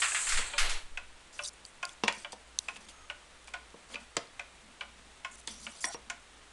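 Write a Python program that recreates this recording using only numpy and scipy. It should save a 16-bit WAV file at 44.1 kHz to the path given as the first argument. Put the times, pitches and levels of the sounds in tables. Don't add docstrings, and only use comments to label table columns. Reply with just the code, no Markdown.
import sys
import numpy as np
from scipy import signal
from scipy.fft import rfft, irfft
from scipy.io import wavfile

SR = 44100
rng = np.random.default_rng(int(sys.argv[2]) if len(sys.argv) > 2 else 0)


def transcribe(u):
    v = np.clip(np.atleast_2d(u).T, -1, 1)
    q = np.round(v * 32767).astype(np.int16)
    wavfile.write(sys.argv[1], SR, q)


def natural_amplitude(level_db):
    exponent = np.asarray(level_db, float) / 20
    return 10 ** exponent


N = 287532

# start in seconds, peak in dB.
TICKS = [(0.118, -27.5), (0.973, -27), (1.828, -26), (2.684, -25.5), (3.537, -28), (4.394, -28),
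         (5.247, -26.5), (6.099, -26.5)]
# start in seconds, peak in dB.
TOCKS = [(0.535, -29), (1.391, -26), (2.246, -30.5), (3.099, -27), (3.955, -28.5), (4.809, -27.5),
         (5.666, -30)]
# pitch in Hz, tick level in dB, tock level in dB, T60 in seconds.
CLOCK_MODES = [(579.7, -18, -5, 0.16), (707, -4, -3.5, 0.057), (885, -35, -9, 0.1), (1055, -2, -1.5, 0.055),
               (1187, -43, -12, 0.24), (1460, -9, -8, 0.12), (1520, 0, 2, 0.021), (1675, 1.5, -43, 0.023),
               (1950, -29, -19, 0.0081), (2000, -18.5, -34, 0.023), (2156, -1.5, -30, 0.024),
               (2389, -6.5, 3, 0.03), (2530, 5.5, -17, 0.02), (2637, -11, 2.5, 0.022),
               (2947, -15, 4.5, 0.015), (3210, -23.5, -20.5, 0.082), (3430, -13, -1.5, 0.011)]
# start in seconds, middle peak in dB, bass in dB, treble in dB,
# hardness in dB per octave.
KNOCKS = [(0.388, -41, -39.5, -60, -13), (2.036, -19, -22.5, -19, -5.5), (2.080, -11, -36, -17.5, 7),
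          (2.17, -58, -47.5, -68, 1), (2.329, -35.5, -43.5, -38, -8), (2.72, -58, -61, -70, -8),
          (2.764, -37, -52, -54, 8), (3.48, -39.5, -54.5, -50, 6.5), (3.742, -47, -42.5, -69, -6.5),
          (3.9, -52, -58, -70, -1.5), (3.943, -34.5, -40.5, -33, 6.5), (4.167, -23, -27.5, -21.5, -2.5),
          (5.476, -29.5, -46, -39, 12), (5.842, -22.5, -45, -23.5, 3.5), (5.945, -32.5, -37, -49, -4.5)]
# pitch in Hz, level in dB, T60 in seconds.
PANEL_MODES = [(153.3, -22, 0.032), (212.4, -0.5, 0.074), (297, -4.5, 0.068), (377, -4.5, 0.14),
               (480, 6, 0.028), (564, -0.5, 0.104), (668, -2.5, 0.12)]
# pitch in Hz, level in dB, T60 in seconds.
FRAME_MODES = [(737, 3, 0.23), (922, 6, 0.19), (1048, 0, 0.54), (1110, -13, 0.045), (1450, -10, 0.053),
               (1610, -22, 0.15), (1833, 6, 0.098), (1980, 10, 0.038), (2370, -9, 0.037),
               (2450, -14, 0.075), (2733, 9, 0.11), (2960, -13, 0.091), (3360, -1, 0.11)]
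# start in seconds, peak in dB, ring pitch in Hz,
# ring level over the crack in dB.
SNAPS = [(1.4258, -34.5, 5570, 7), (1.4915, -30, 10000, -8), (1.6512, -31.5, 4660, -0.5),
         (1.6625, -36, 8150, 0), (1.8523, -21, 4760, -2.5), (1.8926, -35, 3430, -5), (2.076, -28, 3940, 10),
         (2.125, -26.5, 8430, -10), (2.183, -40.5, 8700, -4), (2.588, -12, 6200, 4), (2.5892, -17, 3860, 7),
         (2.89, -46, 4130, 1), (3.11, -47, 3350, -16), (3.444, -43, 3570, -6), (3.7045, -47, 3650, -6),
         (3.9394, -38, 3400, 15), (4.1682, -14, 7700, 2), (4.2723, -44.5, 4400, 5), (5.4133, -43, 3670, -2),
         (5.4743, -20, 3460, -17)]
# start in seconds, middle peak in dB, treble in dB.
CLATTER = [
    (0.019, -16.5, -24.5),
    (0.146, -19.5, -31),
    (0.267, -26.5, -33),
    (0.289, -25.5, -22.5),
    (0.321, -21, -22.5),
    (0.373, -22, -26),
    (0.58, -18.5, -18),
    (0.647, -40, -31),
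    (0.693, -28, -22),
]
# pitch in Hz, level in dB, T60 in seconds.
JINGLE = [
    (10487, 4, .6),
    (11620, 9, .55),
    (7500, 2.5, .2),
]
# start in seconds, level in dB.
JINGLE_HITS = [
    (0.584, -48.5),
    (0.693, -60),
]
# time in seconds, level in dB.
RUB = [
    (0.0, -45),
    (0.114, -50),
    (0.25, -48),
    (0.386, -44),
    (0.568, -46.5),
    (0.644, -35.5),
    (0.78, -46),
    (0.92, -71),
]
# frequency in Hz, level in dB per Hz.
RUB_MIDDLE = [(180, -53), (300, -16.5), (585, -10.5), (851, -8.5), (1120, -9), (1920, -7), (4500, -8.5),
              (5850, -62), (9900, -120)]
# frequency in Hz, level in dB per Hz.
RUB_TREBLE = [(3000, -47), (4000, -17), (5500, -18), (6500, -8.5), (7500, -2), (8400, -2), (9500, -12.5),
              (12500, -21), (14000, -40)]
# start in seconds, length in seconds, lowest frequency in Hz,
# first level in dB, last level in dB.
STROKES = [(1.323, 0.15, 4300, -53.5, -55.5), (1.433, 0.057, 4550, -42.5, -38.5),
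           (1.53, 0.0098, 7000, -59, -55), (1.656, .057, 6500, -59, -65), (1.867, 0.073, 4840, -55, -59),
           (2.116, 0.13, 3950, -53, -55), (2.32, 0.025, 2900, -43, -57), (2.584, 0.18, 4500, -59, -61),
           (2.758, 0.018, 1500, -49, -53), (2.804, 0.055, 500, -57, -59), (2.884, 0.041, 2000, -44.5, -64),
           (3.473, 0.02, 2000, -50.5, -57), (3.884, 0.058, 497, -62, -45.5), (3.999, 0.053, 1000, -57, -64),
           (5.309, 0.053, 5930, -56, -53), (5.367, .04, 5560, -61, -54), (5.468, 0.14, 2700, -43, -60),
           (5.596, 0.07, 3900, -52.5, -49.5), (5.665, 0.14, 3430, -58, -51), (5.803, 0.058, 4760, -46, -36),
           (5.851, 0.042, 6800, -46, -40.5), (5.895, 0.054, 3430, -54, -43.5)]
# start in seconds, length in seconds, pitch in Hz, width in Hz, level in dB.
SQUEAKS = [
    (2.85, .25, 6550, 50, -67.5),
    (2.93, .13, 1260, 50, -62.5),
    (5.843, .127, 5650, 45, -50),
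    (5.84, .018, 5650, 150, -37),
    (5.835, .085, 720, 70, -49),
    (5.91, .045, 4150, 120, -58),
    (5.86, .07, 1450, 60, -55.5),
    (5.5, .11, 5800, 250, -57),
    (1.44, .025, 3750, 200, -43.5),
]
# start in seconds, length in seconds, level in dB.
GROANS = [
    (2.718, 0.19, -66.5),
    (3.905, 0.14, -61.5),
    (4.621, 0.13, -63),
    (4.795, 0.33, -70.5),
    (5.279, .1, -66.5),
    (5.467, .25, -58.5),
    (6.065, .09, -63),
]
# peak time in seconds, level in dB, settling in dB per second.
SWAY = [
    (0.352, -24, 132),
    (0.623, -28, 65),
]
MOTOR_DB = [-70, -63.5, -73.5]
# frequency in Hz, level in dB per Hz.
HISS_COLOUR = [(25, -9), (65, -11), (90, -16), (207, -16.5), (400, -16), (576, -15.5), (1190, -15),
               (2600, -17.5), (3600, -19.5), (5000, -24.5), (8300, -23.5), (10400, -29), (11000, -37.5),
               (13000, -25.5)]

TICK_BRASS_DB, TOCK_BRASS_DB, OPEN_BRASS_DB, DOOR_OPEN_S = -12, -20.5, 8.5, 5.5
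RING_STRETCH, HARD_SHORTENS = 1.03, 0.047
SNAP_T60_S, CLATTER_T60_S = 0.0057, 0.31
SLIDE_DB, SLIDE_END_S, SLIDE_FADE_DB_PER_S = -34.5, 0.33, 69
STROKE_TOP_HZ = 9800
GROAN_HZ, GROAN_WIDTH_HZ = 217, 24
SWAY_RISE_DB_PER_S, SWAY_REST_DB = 330, -67
MOTOR_HZ, IN_STEP_S = [57.05, 59.06, 58.66], 3.03
HISS_DB = -55.5
ROOM_T60_S, ROOM_DB = 0.28, -14
MIC_EDGE_HZ, MIC_TOP_DB, CUTOFF_HZ = 10600, -17, 12300


def rms_one(x):
    return x / np.sqrt(np.mean(x ** 2) + 1e-20)


def peak_one(x):
    return x / np.max(np.abs(x))


def gain_curve(rows, column):
    rows = np.array(rows)
    return natural_amplitude(np.interp(np.arange(N) / SR, rows[:, 0], rows[:, column], left=-150, right=-150))


def band(x, low_hz, high_hz, order=2):
    sos = signal.butter(order, [low_hz, min(high_hz, .45 * SR)], "band", fs=SR, output="sos")
    return signal.sosfilt(sos, x)


def coloured(x, spectrum):
    hz, level_db = np.transpose(spectrum)
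    grid = np.fft.rfftfreq(len(x), 1 / SR) + 1
    gain = natural_amplitude(np.interp(np.log(grid), np.log(hz), level_db))
    return rms_one(irfft(rfft(x) * gain, len(x)))


def drift(rate_hz):
    return rms_one(band(rng.standard_normal(N), rate_hz / 10, rate_hz, order=1))


def add(out, s, sound):
    at = round(s * SR)
    out[at:at + len(sound)] += sound[:N - at]


def burst(t60, low_hz, high_hz):
    t = np.arange(round(.4 * SR)) / SR
    noise = rng.standard_normal(len(t)) * natural_amplitude(-60 * t / t60)
    return peak_one(band(noise, low_hz, high_hz))


def struck(modes, contact_s, stretch=1, spread_db=2.5, rise_s=0.00029):
    t = np.arange(round(.25 * SR)) / SR
    hz, level_db, t60 = np.transpose(np.repeat(modes, 2, axis=0))[:, :, None]
    chance = rng.standard_normal((len(hz), 3))
    hz = hz * (1 + .02 * chance[:, 2:])
    build_up = 1 - np.exp(-t * (hz / 1000) ** 2 / rise_s)
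    longest = np.minimum(.11, .12 * np.sqrt(1000 / hz))
    t60 = np.minimum(t60 * stretch, longest)
    level = natural_amplitude(level_db + spread_db * chance[:, :1] - 60 * t / t60)
    rings = level * build_up * np.sin(2 * np.pi * hz * t)
    contact = rng.standard_normal(1200) * np.exp(-np.arange(1200) / (contact_s * SR))
    contact[round(contact_s * SR / 3)] += 2.4 * np.sqrt(contact_s * SR)
    ringing = np.sum(rings * np.sign(chance[:, 1:2]), axis=0)
    sound = signal.fftconvolve(ringing, contact)[:len(t)]
    sound = np.pad(sound, (0, round(.4 * SR) - len(t)))
    return peak_one(band(sound + 1e-18, hz.min() / 1.5, hz.max() * 1.5))


def escapement():
    out, modes = np.zeros(N), np.array(CLOCK_MODES)
    for beats, column, brass_db in ((TICKS, 1, TICK_BRASS_DB), (TOCKS, 2, TOCK_BRASS_DB)):
        for s, peak_db in beats:
            case = struck(modes[:, [0, column, 3]], .003, rise_s=.009)
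            crack = natural_amplitude(-7.5) * burst(0.11, 695, 2640) + natural_amplitude(-6) * burst(0.021, 2000, 3100)
            brass = natural_amplitude(brass_db + OPEN_BRASS_DB * (s > DOOR_OPEN_S)) * burst(0.041, 5000, 8100)
            add(out, s, natural_amplitude(peak_db + 1) * (case + crack + brass))
    return out


def knocks():
    out = np.zeros(N)
    for s, peak_db, bass_db, treble_db, hardness_db in KNOCKS:
        stretch = RING_STRETCH * 2 ** (-HARD_SHORTENS * hardness_db)
        frame = np.array(FRAME_MODES)
        frame[:, 1] += .4 * hardness_db * np.log2(frame[:, 0] / 1500)
        crack_hz = 1500 * 2 ** (hardness_db / 10)
        add(out, s, natural_amplitude(bass_db) * struck(PANEL_MODES, 0.0028, stretch=1.83 * stretch, rise_s=.00004))
        add(out, s, natural_amplitude(bass_db - 7) * burst(0.054, 134, 315))
        add(out, s, natural_amplitude(peak_db - 10) * burst(0.098, crack_hz / 4.1, crack_hz * 1.06))
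        add(out, s, natural_amplitude(peak_db - 3.5) * struck(frame, 0.0015, stretch=0.33 * stretch))
        add(out, s, natural_amplitude(peak_db) * struck([(crack_hz, 0, .012)], .0002, rise_s=.0001))
        add(out, s, natural_amplitude(treble_db) * burst(0.04 * stretch, 1500, 5850))
    return out


def snaps():
    out = np.zeros(N)
    for s, peak_db, hz, ring_db in SNAPS:
        crack = band(burst(SNAP_T60_S, 3400, 9500), 3400, 12500, order=3)
        ring = struck([(hz, 0, 1.3 * SNAP_T60_S)], .0003, rise_s=.0001)
        add(out, s, natural_amplitude(peak_db) * peak_one(peak_one(crack) + natural_amplitude(ring_db) * ring))
    return out


def clatter():
    out = np.zeros(N)
    for s, peak_db, treble_db in CLATTER:
        add(out, s, natural_amplitude(peak_db - 0.5) * burst(CLATTER_T60_S, 1190, 2940))
        add(out, s, natural_amplitude(treble_db - 1.5) * burst(0.97 * CLATTER_T60_S, 3000, 8860))
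    t = np.arange(round(.28 * SR)) / SR
    jingle = sum(natural_amplitude(level_db - 60 * t / t60) * np.sin(2 * np.pi * hz * t) for hz, level_db, t60 in JINGLE)
    jingle = jingle * np.cos(np.linspace(0, np.pi / 2, len(t)))
    for s, level_db in JINGLE_HITS:
        add(out, s, natural_amplitude(level_db) * jingle)
    return out


def slips():
    size_db = 0.52 * np.minimum(rng.exponential(1, N), 5) + 1.26 * drift(30)
    return rms_one(rng.standard_normal(N) * natural_amplitude(size_db))


def rubbing():
    since_end = np.maximum(np.arange(N) / SR - SLIDE_END_S, 0)
    slide = natural_amplitude(SLIDE_DB - SLIDE_FADE_DB_PER_S * since_end)
    out = gain_curve(RUB, 1) * coloured(slips(), RUB_MIDDLE) + slide * coloured(slips(), RUB_TREBLE)
    grain, edges = slips(), np.r_[300, 1500, np.arange(2500, 14000, 1300)]
    grain = sum(band(grain, low, high) * natural_amplitude(1.8 * drift(20)) for low, high in zip(edges, edges[1:]))
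    for start_s, length_s, low_hz, first_db, last_db in STROKES:
        piece = grain[round(start_s * SR):round((start_s + length_s) * SR)]
        stroke = rms_one(band(piece, low_hz, STROKE_TOP_HZ, order=3))
        swell = natural_amplitude(np.linspace(first_db, last_db, len(stroke)))
        add(out, start_s, stroke * swell * signal.windows.tukey(len(stroke), .15))
    return out


def squeaks():
    out = np.zeros(N)
    groans = [(s, length_s, GROAN_HZ, GROAN_WIDTH_HZ, level_db) for s, length_s, level_db in GROANS]
    for s, length_s, hz, width_hz, level_db in list(SQUEAKS) + groans:
        noise = rng.standard_normal(round(length_s * SR))
        tone = rms_one(band(noise, hz - width_hz, hz + width_hz))
        add(out, s, natural_amplitude(level_db) * tone * signal.windows.tukey(len(tone), .15))
    return out


def hand_sway():
    t = np.arange(N) / SR
    jolts = sum(natural_amplitude(db - np.maximum(SWAY_RISE_DB_PER_S * (s - t), fall * (t - s))) for s, db, fall in SWAY)
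    return (jolts + natural_amplitude(SWAY_REST_DB)) * rms_one(band(rng.standard_normal(N), 5.3, 17.7))


def motor_hum():
    t = np.arange(N) / SR - IN_STEP_S
    return sum(natural_amplitude(db) * np.cos(2 * np.pi * hz * t) for hz, db in zip(MOTOR_HZ, MOTOR_DB))


def room(x):
    t = np.arange(round(.5 * SR)) / SR
    tail = band(rng.standard_normal(len(t)), 110, 6100, order=1)
    tail = tail * natural_amplitude(-60 * t / ROOM_T60_S) * (t > .006)
    return signal.fftconvolve(x, tail / np.sqrt(np.sum(tail ** 2)))[:N]


def microphone_hiss():
    hiss = natural_amplitude(HISS_DB) * coloured(rng.standard_normal(N), HISS_COLOUR) * natural_amplitude(0.54 * drift(17.0))
    return signal.sosfilt(signal.butter(2, 20, "high", fs=SR, output="sos"), hiss)


def scene():
    blows = escapement() + knocks() + clatter()
    close = snaps() + rubbing() + squeaks() + hand_sway()
    mix = blows + natural_amplitude(ROOM_DB) * room(blows) + close + motor_hum() + microphone_hiss()
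    return mix[None]


def band_limit(x):
    return signal.sosfilt(signal.butter(12, 12500, fs=SR, output="sos"), x)


def record(dry):
    below = signal.sosfilt(signal.ellip(6, .5, 50, MIC_EDGE_HZ, fs=SR, output="sos"), dry)
    above = signal.sosfilt(signal.butter(6, 1.05 * MIC_EDGE_HZ, "high", fs=SR, output="sos"), dry)
    cut = signal.ellip(8, .5, 60, CUTOFF_HZ, fs=SR, output="sos")
    heard = signal.sosfilt(cut, below + natural_amplitude(MIC_TOP_DB) * above)
    return band_limit(heard)


dry = scene()
out = record(dry)
transcribe(out)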